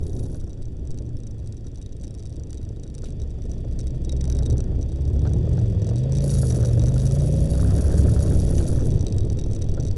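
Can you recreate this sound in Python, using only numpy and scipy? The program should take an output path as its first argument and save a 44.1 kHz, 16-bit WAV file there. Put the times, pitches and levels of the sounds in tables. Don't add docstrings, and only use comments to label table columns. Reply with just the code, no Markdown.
import sys
import numpy as np
from scipy import signal
from scipy.fft import rfft, irfft
from scipy.io import wavfile
from scipy.ndimage import uniform_filter1d

SR = 44100
rng = np.random.default_rng(int(sys.argv[2]) if len(sys.argv) > 2 else 0)


def digitize_waveform(pressure):
    field = np.atleast_2d(pressure).T
    bounded = np.clip(field, -1, 1)
    quanta = np.round(bounded * 32767).astype(np.int16)
    wavfile.write(sys.argv[1], SR, quanta)


N = 439677
T = np.arange(N) / SR

# time_s, speed_hz
CRANK_HZ = [(0, 15.6), (.7, 13.5), (2.5, 14), (3.4, 13.4), (4.75, 13.6), (5.2, 18.7), (5.55, 25.2),
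            (5.77, 20.2), (6.13, 27.1), (6.29, 27.7), (6.55, 24.4), (6.76, 23.3), (7.5, 31.3), (7.92, 35.3),
            (8.27, 35.6), (8.78, 32.5), (9.27, 21.7), (9.97, 17.5)]
# time_s, load_db
LOAD_DB = [(0, -21), (.6, -25), (2.8, -21.5), (3.15, -14.5), (4.2, -8), (5, -8), (5.4, -4.5), (6.2, 0),
           (8, 1), (8.6, -3), (9.1, -9), (9.97, -9)]
# multiple, relative_db
STRONG_ORDERS = [(2, -25.5), (3, -33), (5, -27.5)]
# freq_hz, gain_db
CABIN_AIR = [(27, 6.5), (44, -8), (55, 0), (70, 5.5), (90, 5.5), (120, 8), (140, 6), (175, -3)]
# multiple, relative_db
WEAK_ORDERS = [(4, 1), (6, -1), (7, 1), (8, 0), (9, -3), (10, -2), (13, 2), (16, 0), (17, -3), (18, 1),
               (20, 0), (21, -1), (24, -3)]
# freq_hz, gain_db
CABIN_PATH = [(80, 7), (170, 6), (210, 0), (300, -5), (420, -10), (500, -8), (570, -4), (625, -9),
              (720, -26)]
# freq_hz, gain_db
INTAKE_EQ = [(200, -21.5), (400, 2), (550, 4.5), (660, -0.5), (800, -13.5), (1100, -21.5), (2100, -32),
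             (8000, -89)]
# freq_hz, gain_db
VALVE_EQ = [(600, -5), (1200, -17), (1550, 1), (1830, 19.5), (2100, 8), (2450, 15.5), (3050, 12.5),
            (3450, 20), (4100, 3), (4600, 16.5), (5300, 7.5), (10000, -2), (12000, -36)]

# time_s, relative_db
ROAD_SHAKE_DB = [(.25, -34.5), (.55, -42), (.95, -39.5), (1.6, -44), (2.3, -41.5), (3.6, -40), (4.1, -36.5),
                 (4.5, -31.5), (4.98, -37.5), (5.3, -29.5), (5.8, -36), (6.5, -32.5), (7.4, -31),
                 (8.1, -26.5), (8.9, -28.5), (9.6, -33.5)]
# freq_hz, gain_db
TYRE_EQ = [(8, -22), (25, -5.5), (45, 2), (70, 4.5), (115, 2.5), (150, -3.5), (200, -12.5), (280, -11.5),
           (420, -15), (600, -26), (800, -35.5), (1200, -51.5), (6000, -92)]
# time_s, level_db
BUFFET_DB = [(0, -27), (1, -30), (2, -40.5), (7, -46), (7.6, -32), (8.3, -23.5), (9.1, -21), (9.97, -25)]
# freq_hz, gain_db
WIND_EQ = [(5, 12), (25, 12), (75, -22.5), (115, -3), (220, -48), (1500, -100)]

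# freq_hz, width_hz, relative_db
PART_MODES = [(3800, 50, -11.5), (4660, 190, -7), (5400, 80, -11), (5930, 150, 2), (7870, 220, -6.5),
              (7800, 2100, -19.5), (8570, 490, -1), (10670, 300, -10)]
# time_s, relative_db
PART_TICKS = [(1.2689, -36), (1.474, -36), (2.5302, -31), (2.8357, -34), (2.951, -32), (3.042, -32.5),
              (3.5163, -29.5), (3.7902, -31), (3.8702, -32), (4.049, -29), (4.12, -31), (4.209, -30),
              (4.254, -28), (4.3, -23.5), (4.35, -31), (4.581, -27), (4.8282, -31), (5.3349, -27.5),
              (5.819, -32), (6.1222, -25.5), (8.5808, -24.5), (8.678, -25), (9.0089, -27), (9.067, -23.5),
              (9.1832, -25), (9.6198, -26), (9.8072, -30)]
# start_s, length_s, relative_db
RATTLE_SPELLS = [(0, 0.36, -59.5), (.85, 0.14, -59), (1.75, 0.85, -59.5), (2.92, .18, -55.5),
                 (3.77, 0.14, -54.5), (4.04, .56, -51), (4.8, 0.93, -61.5), (5.79, .18, -52),
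                 (6.1, 1.02, -48.5), (7.1, 2.87, -53.5)]
# start_s, length_s, relative_db
BUZZ_SPELLS = [(0, 0.36, -64), (6.21, 0.35, -45.5), (6.52, 0.15, -54), (6.66, .24, -60), (6.92, 0.54, -53),
               (7.47, 1.27, -50), (8.82, 0.057, -51)]
# freq_hz, gain_db
BUZZ_EQ = [(1500, -32), (3000, -41), (4100, -21), (4500, -12.5), (4950, -16), (5900, -11), (6350, -19.5),
           (6750, -7), (7300, -18.5), (8500, -12), (9200, -19), (9700, -6), (10200, -7), (11200, -2.5),
           (12100, -19.5)]

# start_s, length_s, level_db
CHATTER_SPELLS = [(0, 0.61, -68), (4.2, 0.55, -62), (6.25, 0.97, -55.5), (7.48, .85, -49),
                  (8.33, 0.52, -54.5)]
# freq_hz, gain_db
CHATTER_EQ = [(400, -0.5), (1050, -1.5), (1450, 0.5), (1700, -3), (2200, -19.5), (10000, -39)]
# time_s, relative_db
TRIM_KNOCKS = [(0.3476, -53), (3.034, -49.5), (4.591, -54), (5.2512, -42), (5.2674, -45.5), (5.5782, -48),
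               (6.4308, -45), (6.6343, -42), (6.962, -46), (8.6018, -39.5), (9.7757, -45.5)]
# freq_hz, gain_db
KNOCK_EQ = [(80, 15), (300, 21), (550, 27), (1100, 2.5), (1480, 14), (2200, -15), (4400, -5), (12000, -48)]
# time_s, relative_db
TRIM_CLACKS = [(3.03, -59), (3.056, -43.5), (5.253, -54), (8.58, -36)]
# freq_hz, gain_db
CLACK_EQ = [(300, -9), (1900, -6), (2500, -0.5), (3400, 0), (4200, -4), (11000, -9)]

# time_s, firing_hz, relative_db
VAN_COURSE = [(.4, 67.96, -75), (.85, 62.2, -39.5), (1.3, 57.55, -40.5), (2, 50.03, -47), (2.7, 46.8, -58)]
# time_s, firing_hz, relative_db
CAR_COURSE = [(2, 52.8, -49), (2.8, 54.5, -51), (3.5, 53.9, -41.5), (4.1, 67.42, -38.5), (4.5, 63.06, -31),
              (4.8, 62.1, -38), (5.1, 71.5, -35), (5.4, 72.3, -34.5), (5.65, 95.47, -34.5), (6, 96.4, -57)]
# multiple, relative_db
EXHAUST_OVERTONES = [(2, 3), (3, -15), (4, -11), (5, -12), (6, -18)]
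# pitch_hz, level_db
WHINE_TONES = [(5600, -86), (7400, -85)]


def amp(db):
    return 10 ** (np.asarray(db) / 20)


def unit(x):
    return x / np.sqrt(np.mean(x ** 2) + 1e-20)


def curve(rows, column=1):
    rows = np.asarray(rows)
    return np.interp(T, rows[:, 0], rows[:, column])


def response(eq, hz):
    freq_hz, db = np.transpose(eq)
    return amp(np.interp(np.log(hz + 1), np.log(freq_hz + 1), db))


def colour(x, eq, size=8192):
    log_gain = np.log(response(eq, abs(np.fft.fftfreq(size, 1 / SR))))
    taps = np.fft.ifft(np.exp(np.conj(signal.hilbert(log_gain)))).real[:size // 2]
    return signal.oaconvolve(x, taps)[:len(x)]


def wander(hz):
    count = N // 64 + 2
    freq_hz = np.fft.rfftfreq(count, 64 / SR)
    slow = irfft(rfft(rng.standard_normal(count)) / np.sqrt(1 + (freq_hz / hz) ** 6))
    return unit(np.interp(np.arange(N) / 64, np.arange(len(slow)), slow))


def impulses(rows):
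    time_s, db = np.transpose(rows)
    return np.bincount(np.clip(np.round(time_s * SR).astype(int), 0, N - 1), amp(db), N)


def puffs(hits, decay_s):
    return signal.lfilter([1], [1, -np.exp(-1 / (decay_s * SR))], hits) * rng.standard_normal(N)


def levelled(x, window_s):
    size = int(window_s * SR)
    power = uniform_filter1d(uniform_filter1d(x ** 2, size), size)
    return x / np.sqrt(abs(power) + 0.0091 * np.mean(x ** 2))


def spells(rows, attack_s=0.032, release_s=0.041):
    gain = np.zeros(N)
    for start_s, length_s, db in rows:
        swell = np.clip((T - start_s) / attack_s, 0, 1)
        fade = np.exp(-np.maximum(T - start_s - length_s, 0) / release_s)
        gain = np.maximum(gain, amp(db) * swell * fade)
    return gain


def octaves_over_idle(idle_hz=13.5):
    return np.log2(curve(CRANK_HZ) / idle_hz)


def engine_hum(turns, weak_db=-40.5, boom_per_load=0.87):
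    shake = 1 + 0.2 * wander(39)
    crank_hz, load_db = curve(CRANK_HZ), curve(LOAD_DB)
    boom = weak = 0
    for order, db in STRONG_ORDERS:
        boom += amp(db) * response(CABIN_AIR, order * crank_hz) * np.cos(2 * np.pi * order * turns)
    for order, db in WEAK_ORDERS:
        gain = amp(db) * response(CABIN_PATH, order * crank_hz) * (1 + 0.39 * wander(3.3))
        weak += gain * np.cos(2 * np.pi * (order * turns + rng.random()))
    return np.sqrt(2) * shake * (amp(load_db + weak_db) * weak - amp(boom_per_load * load_db) * boom)


def intake_growl(turns, full_load_db=-41, flutter_db=4.5):
    air = rng.standard_normal(N) * (1 + 0.97 * np.cos(4 * np.pi * turns))
    flutter = amp(flutter_db * np.minimum(wander(30), 2))
    return unit(colour(air * flutter, INTAKE_EQ)) * amp(full_load_db + curve(LOAD_DB))


def valve_clatter(turns, base_db=-62, per_load=0.35, per_octave_db=4):
    noise = rng.standard_normal(N) * (1 + 0.12 * np.cos(4 * np.pi * turns))
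    strain_db = per_load * curve(LOAD_DB) + per_octave_db * octaves_over_idle()
    return unit(colour(noise, VALVE_EQ)) * amp(base_db + strain_db)


def tyre_rumble(gain_db=9, lumps_db=2):
    rumble = colour(rng.standard_normal(N) * amp(lumps_db * wander(38)), TYRE_EQ)
    return unit(rumble) * amp(curve(ROAD_SHAKE_DB) + gain_db)


def wind_buffet(gust_db=2):
    thump = unit(colour(rng.standard_normal(N), WIND_EQ))
    return thump * amp(curve(BUFFET_DB) + gust_db * wander(4.6))


def part_ring(hits, vary_db=4, snap_db=-2, snap_s=0.0022, detune=0.007):
    t = np.arange(2048) / SR
    onsets, out = np.flatnonzero(hits), np.zeros(N + len(t))
    hz, width_hz, db = np.transpose(PART_MODES)
    modes = np.exp(-np.pi * width_hz[:, None] * t) * np.sin(2 * np.pi * hz[:, None] * t)
    modes[1::2] *= -1
    chance = rng.standard_normal((len(onsets), len(hz) + 256))
    rings = amp(db + vary_db * chance[:, :len(hz)]) @ modes
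    snaps = chance[:, len(hz):] * np.exp(-t[:256] / snap_s)
    snap_band = signal.butter(1, [1500, 11000], "band", fs=SR)
    rings[:, :256] += amp(snap_db) * signal.lfilter(*snap_band, snaps)
    for i, ring in zip(onsets, rings):
        ring = np.interp(t * (1 + detune * rng.standard_normal()), t, ring)
        out[i:i + len(t)] += hits[i] * ring / abs(ring).max()
    return out[:N]


def bounced(hits, share=0.28, delay_s=0.007, bounce_db=-3):
    bounces = np.roll(hits * (rng.random(N) < share), round(delay_s * SR))
    return hits + amp(bounce_db) * bounces


def part_rattle(turns, ticks_db=-2, rattle_db=1, rest_db=-64.5, spread_db=4.5, stray_per_s=20):
    firings = np.maximum.accumulate(np.floor(2 * turns + 0.09 * wander(40)))
    thrown = np.diff(firings, prepend=0) > 0
    stray = rng.random(N) < stray_per_s / SR
    sizes = amp(spread_db * np.clip(rng.standard_normal(N), -3, 1.6))
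    gain = amp(rattle_db) * np.maximum(spells(RATTLE_SPELLS), amp(rest_db + 2 * wander(7.7)))
    rattle = levelled(part_ring(bounced((thrown | stray) * sizes)), window_s=0.29)
    return gain * rattle + amp(ticks_db) * part_ring(impulses(PART_TICKS))


def part_buzz(gain_db=5, median_hits_per_s=380, spread_db=5, surge_db=2.5):
    cycles = np.floor(np.cumsum(median_hits_per_s * np.exp(0.5 * wander(200))) / SR)
    sizes = amp(spread_db * np.clip(rng.standard_normal(N), -3, 2) - surge_db * wander(40))
    hits = (np.diff(cycles, prepend=0) > 0) * sizes
    scrapes = colour(puffs(hits, decay_s=0.0008), BUZZ_EQ)
    return spells(BUZZ_SPELLS) * amp(gain_db) * levelled(scrapes, window_s=0.33)


def dashboard_chatter(taps_per_s=220, spread_db=5, idle_db=-71.5, per_octave_db=8.5):
    hits = rng.random(N) < taps_per_s / SR
    sizes = amp(spread_db * np.clip(rng.standard_normal(N), -2, 1.3))
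    taps = colour(puffs(hits * sizes, decay_s=0.0036), CHATTER_EQ)
    gain = np.maximum(spells(CHATTER_SPELLS), amp(idle_db + per_octave_db * octaves_over_idle()))
    return gain * levelled(taps, window_s=1)


def trim_knocks(knock_gain_db=6):
    knocks = colour(puffs(impulses(TRIM_KNOCKS), decay_s=0.0073), KNOCK_EQ)
    clacks = colour(puffs(impulses(TRIM_CLACKS), decay_s=0.019), CLACK_EQ)
    return amp(knock_gain_db) * knocks + clacks


def traffic_exhaust(course, boom_db):
    firing_hz = curve(course)
    cycles = np.cumsum(firing_hz * (1 + 0.0044 * wander(13.6))) / SR
    note = amp(boom_db) * response(CABIN_AIR, firing_hz) * np.cos(2 * np.pi * cycles)
    for multiple, db in EXHAUST_OVERTONES:
        gain = amp(db) * (1 + 0.23 * wander(5.5))
        note += gain * np.cos(2 * np.pi * (multiple * cycles + rng.random()))
    return np.sqrt(2) * amp(curve(course, column=2)) * note


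def scene():
    turns = np.cumsum(curve(CRANK_HZ) * (1 + 0.006 * wander(7.9))) / SR
    traffic = traffic_exhaust(VAN_COURSE, boom_db=-9.5) + traffic_exhaust(CAR_COURSE, boom_db=7)
    engine = engine_hum(turns) + intake_growl(turns) + valve_clatter(turns)
    rumble = tyre_rumble() + wind_buffet()
    plastic = part_rattle(turns) + part_buzz() + dashboard_chatter() + trim_knocks()
    return (engine + rumble + plastic + traffic)[None]


def record(dry, hiss_db=-74, cutoff_hz=12250):
    whine = sum(np.sqrt(2) * amp(db) * np.sin(2 * np.pi * hz * T) for hz, db in WHINE_TONES)
    hiss = amp(hiss_db) * rng.standard_normal(N)
    sound = colour(dry[0] + whine + hiss, eq=[(20, -2), (10300, 1), (11200, -12.5), (12200, -8.5)])
    lowpass = signal.firwin(301, cutoff_hz, window=("kaiser", 9), fs=SR)
    return signal.oaconvolve(sound, lowpass, "same")[None]


dry = scene()
out = record(dry)
digitize_waveform(out)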